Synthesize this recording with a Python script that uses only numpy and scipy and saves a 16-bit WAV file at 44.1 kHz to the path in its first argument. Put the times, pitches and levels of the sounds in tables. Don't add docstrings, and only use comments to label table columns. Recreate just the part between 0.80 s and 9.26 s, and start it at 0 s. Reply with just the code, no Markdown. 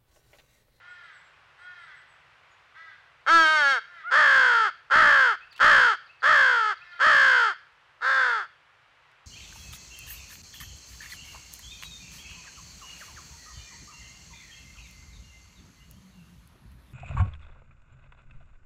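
import sys
import numpy as np
from scipy import signal
from scipy.fft import rfft, irfft
from scipy.io import wavfile
from scipy.ndimage import uniform_filter1d

SR = 44100
rng = np.random.default_rng(int(sys.argv[2]) if len(sys.argv) > 2 else 0)


def dump(signal):
    limited = np.clip(np.atleast_2d(signal).T, -1, 1)
    pcm = np.round(limited * 32767).astype(np.int16)
    wavfile.write(sys.argv[1], SR, pcm)


N = 373086
TIME = np.arange(N) / SR


def from_db(db):
    return 10 ** (np.asarray(db) / 20)


def rms_one(x):
    return x / np.sqrt(np.mean(x ** 2) + 1e-20)


def even(x, size=800):
    power = uniform_filter1d(uniform_filter1d(x ** 2, size), size // 2)
    return x / np.sqrt(power + 1e-14)


def read(rows, t):
    s, *columns = np.transpose(rows)
    return [np.interp(t, s, c) for c in columns]


def span(rows):
    return TIME[(TIME >= rows[0][0]) & (TIME <= rows[-1][0])]


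def clocks(start, end):
    t = span([(start,), (end,)])
    return t, t - t[0], t[-1] - t, np.linspace(0, 1, len(t))


def add(out, t, x):
    edge = np.clip(np.minimum(t - t[0], t[-1] - t) / .002, 0, 1)
    out[np.round(t * SR).astype(int)] += x * edge


def drift(rate, t):
    knots = rng.standard_normal(8192)
    return np.interp((t - t[0]) * rate, np.arange(len(knots)), knots)


def colour(x, slope, resonances=()):
    size = 4096
    hz = np.maximum(np.arange(size // 2 + 1) * SR / size, 1)
    points = np.array(slope)
    db = np.interp(np.log(hz), np.log(points[:, 0]), points[:, 1])
    for centre, width, peak_db in resonances:
        db = db + peak_db / (1 + (2 * (hz - centre) / width) ** 2)
    cepstrum = irfft(np.log(from_db(db)))[:size // 2]
    cepstrum[1:] *= 2
    response = irfft(np.exp(rfft(cepstrum, size)))
    return signal.oaconvolve(x, response)[:len(x)]


def resonate(x, centre_hz, width_hz, lift_db):
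    r = np.exp(-np.pi * width_hz / SR)
    state, ringing = np.zeros(2), np.zeros(len(x))
    band = np.array([1, 0, -1]) * (1 - r * r) / 2
    size = 64
    for i in range(0, len(x), size):
        poles = [1, -2 * r * np.cos(2 * np.pi * centre_hz[i] / SR), r * r]
        ringing[i:i + size], state = signal.lfilter(band, poles, x[i:i + size], zi=state)
    return x + (from_db(lift_db) - 1) * ringing


def air():
    # pitch_hz [Hz], level_db [dB]
    air_tone = [(15, -55), (25, -29.5), (43, -11), (97, -8), (157, -8), (190, -24), (326, -18.5),
                (394, -15), (450, -16), (516, -10.5), (559, -12.5), (1220, -4), (1360, -3.5), (2680, -9.5),
                (16000, -51.5)]
    start_db, sinks_db_per_s, waver_db = -58.2, 0.29, 0.37
    level_db = start_db - sinks_db_per_s * TIME + waver_db * drift(4, TIME)
    return from_db(level_db) * rms_one(colour(rng.standard_normal(N), air_tone))


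def trees(x, t60, first_s):
    age = TIME[:SR]
    grains = rng.standard_normal(SR) ** 3
    scatter = grains * from_db(-60 * age / t60) * (1 - np.exp(-(age / first_s) ** 2))
    scatter = colour(scatter, [(200, -4.5), (900, -16), (1500, -0.5), (4500, 5), (9000, -9.0)])
    return signal.oaconvolve(x, rms_one(scatter) / np.sqrt(2 * SR))[:N]


def far_trees(x):
    return trees(x, t60=0.8, first_s=0.0032)


def husks():
    # [dB, before the shared gain and the tone curve]
    ticks = [(4.7263, -40), (4.7626, -38), (4.778, -35.5), (8.313, -51)]
    # pitch_hz [Hz], level_db [dB]
    husk_tone = [(1000, -4), (3000, 11), (6500, -7), (7800, -8), (14000, -17)]
    decay_s, gain_db = 0.0077, -9
    out = np.zeros(N)
    for start, level_db in ticks:
        at, age = round(start * SR), TIME[:SR // 20]
        crackle = rng.standard_normal(len(age)) * np.exp(-age / decay_s)
        out[at:at + len(age)] += from_db(level_db + gain_db) * crackle
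    return colour(out, husk_tone)


def whistles(calls, glide, quaver):
    out = np.zeros(N)
    for start, length, pitch_hz, level_db in calls:
        t, _, _, spent = clocks(start, start + length)
        hz = pitch_hz * np.interp(spent, [0, .5, 1], glide) * (1 + quaver * drift(340, t))
        tone = np.sin(2 * np.pi * np.cumsum(hz) / SR)
        add(out, t, from_db(level_db) * 2 * np.sin(np.pi * spent) * tone)
    return out


def small_birds():
    # start_s [s], length_s [s], pitch_hz [Hz, before the glide], level_db [dB, before the mix]
    thin_calls = [(.08, .08, 7950, -73), (.22, .07, 8150, -77), (.315, 0.12, 7940, -71),
                  (.431, .065, 7700, -74), (.77, .11, 8250, -77), (.97, .13, 8250, -75),
                  (1.14, 0.093, 8050, -73), (1.27, 0.094, 8100, -74), (1.7, 0.054, 6900, -74)]
    peeps = [(4.605, 0.047, 2630, -50), (4.745, .03, 2770, -52), (5.285, 0.038, 2690, -52.5),
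             (6.01, 0.026, 2580, -49)]
    chips = [(4.707, .034, 4600, -54.5), (5.257, 0.03, 4650, -63), (5.4, .024, 4570, -58),
             (5.966, 0.022, 4550, -58), (6.113, 0.024, 4450, -57.5)]
    thin = from_db(-4.5) * whistles(thin_calls, glide=(1, 0.97, .995), quaver=0.019)
    peeping = whistles(peeps, glide=(.945, 0.97, 1.085), quaver=.01)
    chipping = whistles(chips, glide=(1.095, 0.97, 0.73), quaver=.008)
    close = from_db(-3.5) * (peeping + chipping)
    return thin + close + far_trees(from_db(-1) * thin + from_db(-5.5) * close)


def syrinx(t, pitch, flutter, rasp, jitter, hiss, pull, creak_s=.013):
    flutter_hz = 59.4
    pitch = pitch * (1 - .75 * np.exp(-((t - t[0]) / creak_s) ** 4))
    beat = np.cumsum(flutter_hz * (1 + .03 * drift(25, t))) / SR
    swing = flutter * (1 + .12 * drift(60, t)) * np.sin(2 * np.pi * beat)
    cycles = np.cumsum(pitch * (1 + swing + jitter * drift(700, t))) / SR - .1
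    push = rasp * (1 + .25 * drift(250, t)) * np.cos(np.pi * cycles)
    phase = np.maximum.accumulate(cycles + pull * push)
    at = np.flatnonzero(np.diff(np.floor(phase)) > 0)
    late = (np.floor(phase[at + 1]) - phase[at]) / (phase[at + 1] - phase[at])
    strength = 1 + 0.59 * push[at] + 2.7 * swing[at]
    taps = np.arange(-8, 9)
    offset = taps - late[:, None]
    shape = np.sinc(offset) * np.sinc(offset / len(taps) * 2)
    places = np.clip(at[:, None] + taps, 0, len(t) - 1)
    pulses = np.zeros(len(t))
    np.add.at(pulses, places, strength[:, None] * shape)
    breath = colour(rng.standard_normal(SR)[:len(t)], [(1500, -8.0), (5000, -12.5)])
    rush = breath * (1 + np.cos(2 * np.pi * phase)) ** 2
    return rms_one(pulses) + hiss * rms_one(rush * np.exp(9 * swing))


def young_crow():
    # start_s [s], end_s [s], top_hz [Hz], fall [share of pitch],
    # first_db and last_db [dB, before the soft ends], echo_db [dB relative to the direct cry]
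    cries = [(0.0, 0.379, 728, 0.23, -49.5, -52.5, 1), (0.779, 1.2, 732.5, 0.32, -48.5, -50.5, -1),
             (1.945, 2.187, 669.6, .2, -44, -54.5, -1.5), (3.02, 3.236, 722, .17, -56.5, -40, -3),
             (5.953, 6.211, 717, .08, -54, -44.5, 2.5)]
    # pitch_hz [Hz], level_db [dB]
    begging_tone = [(300, -43.5), (680, -17.5), (1100, -7.5), (1450, 9.5), (1950, -0.5), (2500, -14.5),
                    (3600, -16), (5200, -24), (8000, -39), (12000, -51.5)]
    # centre_hz [Hz], width_hz [Hz], lift_db [dB]
    begging_throat = [(1410, 160, 0), (1990, 48, 19.5), (3304, 240, 9), (3980, 330, 1.5)]
    scoop, scoop_s = .13, .028
    edge_db, rise_s, fall_s = 11, .024, 0.043
    direct, scattered = np.zeros(N), np.zeros(N)
    for start, end, top_hz, fall, first_db, last_db, echo_db in cries:
        t, age, left, spent = clocks(start, end)
        pitch = top_hz * (1 - scoop * np.exp(-age / scoop_s) - fall * spent ** 2.7)
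        soft_ends_db = edge_db * (np.exp(-age / rise_s) + np.exp(-left / fall_s))
        level_db = first_db + (last_db - first_db) * spent - soft_ends_db
        source = syrinx(t, pitch, flutter=.005, rasp=.3, jitter=.007, hiss=.1, pull=.18)
        cry = from_db(level_db) * even(colour(source, begging_tone, begging_throat))
        add(direct, t, cry)
        add(scattered, t, from_db(echo_db) * cry)
    return direct + far_trees(scattered)


def squeak():
    # [dB, before each overtone's own level]
    squeak_curve = [(3.235, 596, -46), (3.255, 663, -35.5), (3.28, 718, -30.5), (3.3, 714, -28.5),
                    (3.315, 714, -68)]
    # multiple [times the pitch], level_db [dB]
    squeak_tones = [(1, -27.5), (2, -2), (3, -18), (4, -32)]
    out, t = np.zeros(N), span(squeak_curve)
    pitch, level_db = read(squeak_curve, t)
    phase = 2 * np.pi * np.cumsum(pitch * (1 + .006 * drift(360, t))) / SR
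    tones = sum(from_db(level_db + db) * np.sin(k * phase) for k, db in squeak_tones)
    add(out, t, np.sqrt(2) * tones)
    return out


def mouth(source, mouth_hz):
    return resonate(source, mouth_hz, width_hz=340, lift_db=7.0)


def throat(source, resonances, level_db, treble_db, mouth_hz):
    # pitch_hz [Hz], level_db [dB]
    voice_tone = [(150, -62.5), (280, -27.5), (450, -13.5), (700, -14), (1000, -8), (1300, -6),
                  (1750, -0.5), (2000, -17), (2450, -22), (5000, -32.5), (6000, -33.5), (8300, -39),
                  (9700, -57.5), (16000, -83)]
    voice = mouth(colour(source, voice_tone, resonances), mouth_hz)
    high_pass = signal.butter(4, 2500, "high", fs=SR, output="sos")
    treble = signal.sosfiltfilt(high_pass, voice)
    return from_db(level_db) * (even(voice - treble) + from_db(treble_db) * even(treble))


def clear_caw():
    # time_s [s], level_db [dB], treble_db [dB relative to the level], mouth_hz [Hz]
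    caw_curve = [(2.463, -31.5, -24.5, 1310), (2.485, -18, -15.5, 1280), (2.557, -12, -19.5, 1446),
                 (2.659, -18.5, -11.5, 1450), (2.749, -20, -13.5, 1333), (2.881, -18, -17.5, 1680),
                 (2.921, -20.5, -12, 1600), (2.985, -27, -20, 1440), (3.0, -49, -19, 1482)]
    # [Hz, before a slight waver and the slow first beats]
    pitch_curve = [(2.463, 237), (2.467, 243.8), (2.491, 300), (2.499, 317.7), (2.515, 332.5),
                   (2.559, 334.4), (2.673, 311.5), (2.729, 312.7), (2.777, 305.8), (2.853, 278.2),
                   (2.911, 272.7), (2.951, 253.5), (3.0, 209.5)]
    # centre_hz [Hz], width_hz [Hz], lift_db [dB]
    clear_throat = [(261, 89, -31.5), (327, 13, 19), (1090, 230, -7), (1337, 91, 5), (1860, 230, -8.5),
                    (2142, 130, 14), (2800, 89, 7), (3750, 190, 13), (3185, 280, 19), (4513, 390, 18.5),
                    (5440, 200, 14.5), (6430, 200, 12.5), (10400, 3100, 14.5)]
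    out, t = np.zeros(N), span(caw_curve)
    level_db, treble_db, mouth_hz = read(caw_curve, t)
    pitch = read(pitch_curve, t)[0] * (1 + 0.0035 * drift(41, t))
    source = syrinx(t, pitch, flutter=0, rasp=0, jitter=0.0012, hiss=0.045, pull=0, creak_s=.006)
    add(out, t, throat(source, clear_throat, level_db, treble_db, mouth_hz))
    return out


def harsh_caws():
    # [Hz, at the start]
    caws = [(3.304, 3.905, .59, 627.6, 416.2, .10, .02, -16, 5.5, -17.5, 0.057, 0.12, 3310),
            (4.1, 4.558, .45, 660, 483.3, 0.083, 0.044, -15, 3, -18.5, 0.058, .17, 3190),
            (4.793, 5.159, 0.35, 654.7, 437.8, 0.074, 0.027, -14, 6, -16, 0.075, 0.15, 3180),
            (5.421, 5.945, 0.42, 648, 430.7, .10, .018, -16, 7.5, -17.5, 0.064, 0.1, 3310),
            (6.192, 6.738, .54, 627.4, 439.6, .113, .04, -16, 5, -16, 0.064, 0.09, 3170),
            (7.209, 7.658, .44, 606.4, 424.5, .014, 0.044, -20.5, 6.5, -18.5, 0.045, 0.19, 3820)]
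    # centre_hz [Hz], width_hz [Hz], lift_db [dB]
    harsh_throat = [(890, 130, 6), (1322, 150, 7), (2094, 120, 11.5), (3900, 170, -7.5), (4570, 560, 12),
                    (5150, 110, 9.5), (6550, 140, 7)]
    scoop, scoop_s, drop = .286, .063, .365
    overshoot_at_s, overshoot_s = .083, 0.048
    swell_db, swell_s, full_voice_db = 21, 0.014, -16
    hold, release_db, release_share = 0.47, 19.5, 0.79
    mouth_shut_hz, mouth_open_hz, mouth_opens_s = 1430, 1600, .12
    beak_rest_hz, beak_settles_s = 3156, 0.36
    onset_rasp, onset_rasp_s, hoarseness_loss = 0.17, 0.027, .55
    out = np.zeros(N)
    for (start, end, push_s, first_hz, last_hz, overshoot, drop_s, top_db, fade_db,
         treble_db, flutter, rasp, beak_hz) in caws:
        t, age, left, _ = clocks(start, end)
        spent = np.minimum(age / push_s, 1)

        peak = overshoot * np.exp(-((age - overshoot_at_s) / overshoot_s) ** 2)
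        onset = 1 - scoop * np.exp(-age / scoop_s) + peak
        sag_hz = first_hz + (last_hz - first_hz) * spent
        pitch = sag_hz * onset * (1 - drop * np.exp(-left / drop_s))

        attack_s = swell_s * from_db(full_voice_db - top_db)
        swelling_db = swell_db * np.exp(-age / attack_s)
        fading_db = fade_db * np.interp(spent, [hold, 1], [0, 1])
        ending_db = release_db * np.exp(-left / (release_share * drop_s))
        level_db = top_db - swelling_db - fading_db - ending_db

        hoarse = 1 - hoarseness_loss * spent ** 4
        rasping = rasp * hoarse + onset_rasp * np.exp(-age / onset_rasp_s)
        source = syrinx(t, pitch, flutter * hoarse, rasping, jitter=.009 * hoarse, hiss=.2 * hoarse, pull=.2)

        third_hz = np.maximum(3 * pitch, 1300)
        source = resonate(source, third_hz, width_hz=130, lift_db=4.0)
        beak_now_hz = beak_rest_hz + (beak_hz - beak_rest_hz) * np.exp(-age / beak_settles_s)
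        source = resonate(source, beak_now_hz, width_hz=236, lift_db=14.5)
        opening = (1 - np.exp(-(age / mouth_opens_s) ** 2)) * (1 - spent ** 2)
        mouth_hz = mouth_shut_hz + (mouth_open_hz - mouth_shut_hz) * opening
        add(out, t, throat(source, harsh_throat, level_db, treble_db, mouth_hz))
    return out


def scene():
    background = air() + husks() + small_birds() + young_crow()
    near = squeak() + clear_caw() + harsh_caws()
    near = near + from_db(-16) * trees(near, t60=.025, first_s=.001)
    echo = from_db(-17) * trees(near, t60=0.42, first_s=0.01)
    return (background + near + echo)[None]


def record(dry):
    top, squash, crackle, ceiling = 0.3, 0.66, 0.084, 0.5
    cutoff_hz = 15800
    stress = colour(dry[0], [(1500, 0.8), (3200, 9.1)])
    excess = np.maximum(-stress - top, 0)
    give = colour(excess, [(60, -2.0), (330, -2), (3000, -15)])
    sputter = colour(excess * rng.standard_normal(N), [(60, 10.5), (280, 11.5), (1000, -7), (15000, -10.5)])
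    rounded = ceiling * np.tanh(dry / ceiling)
    overloaded = rounded + squash * give + crackle * sputter
    low_pass = signal.ellip(10, .1, 80, cutoff_hz, fs=SR, output="sos")
    return signal.sosfilt(low_pass, overloaded)


dry = scene()
out = record(dry)
dump(out)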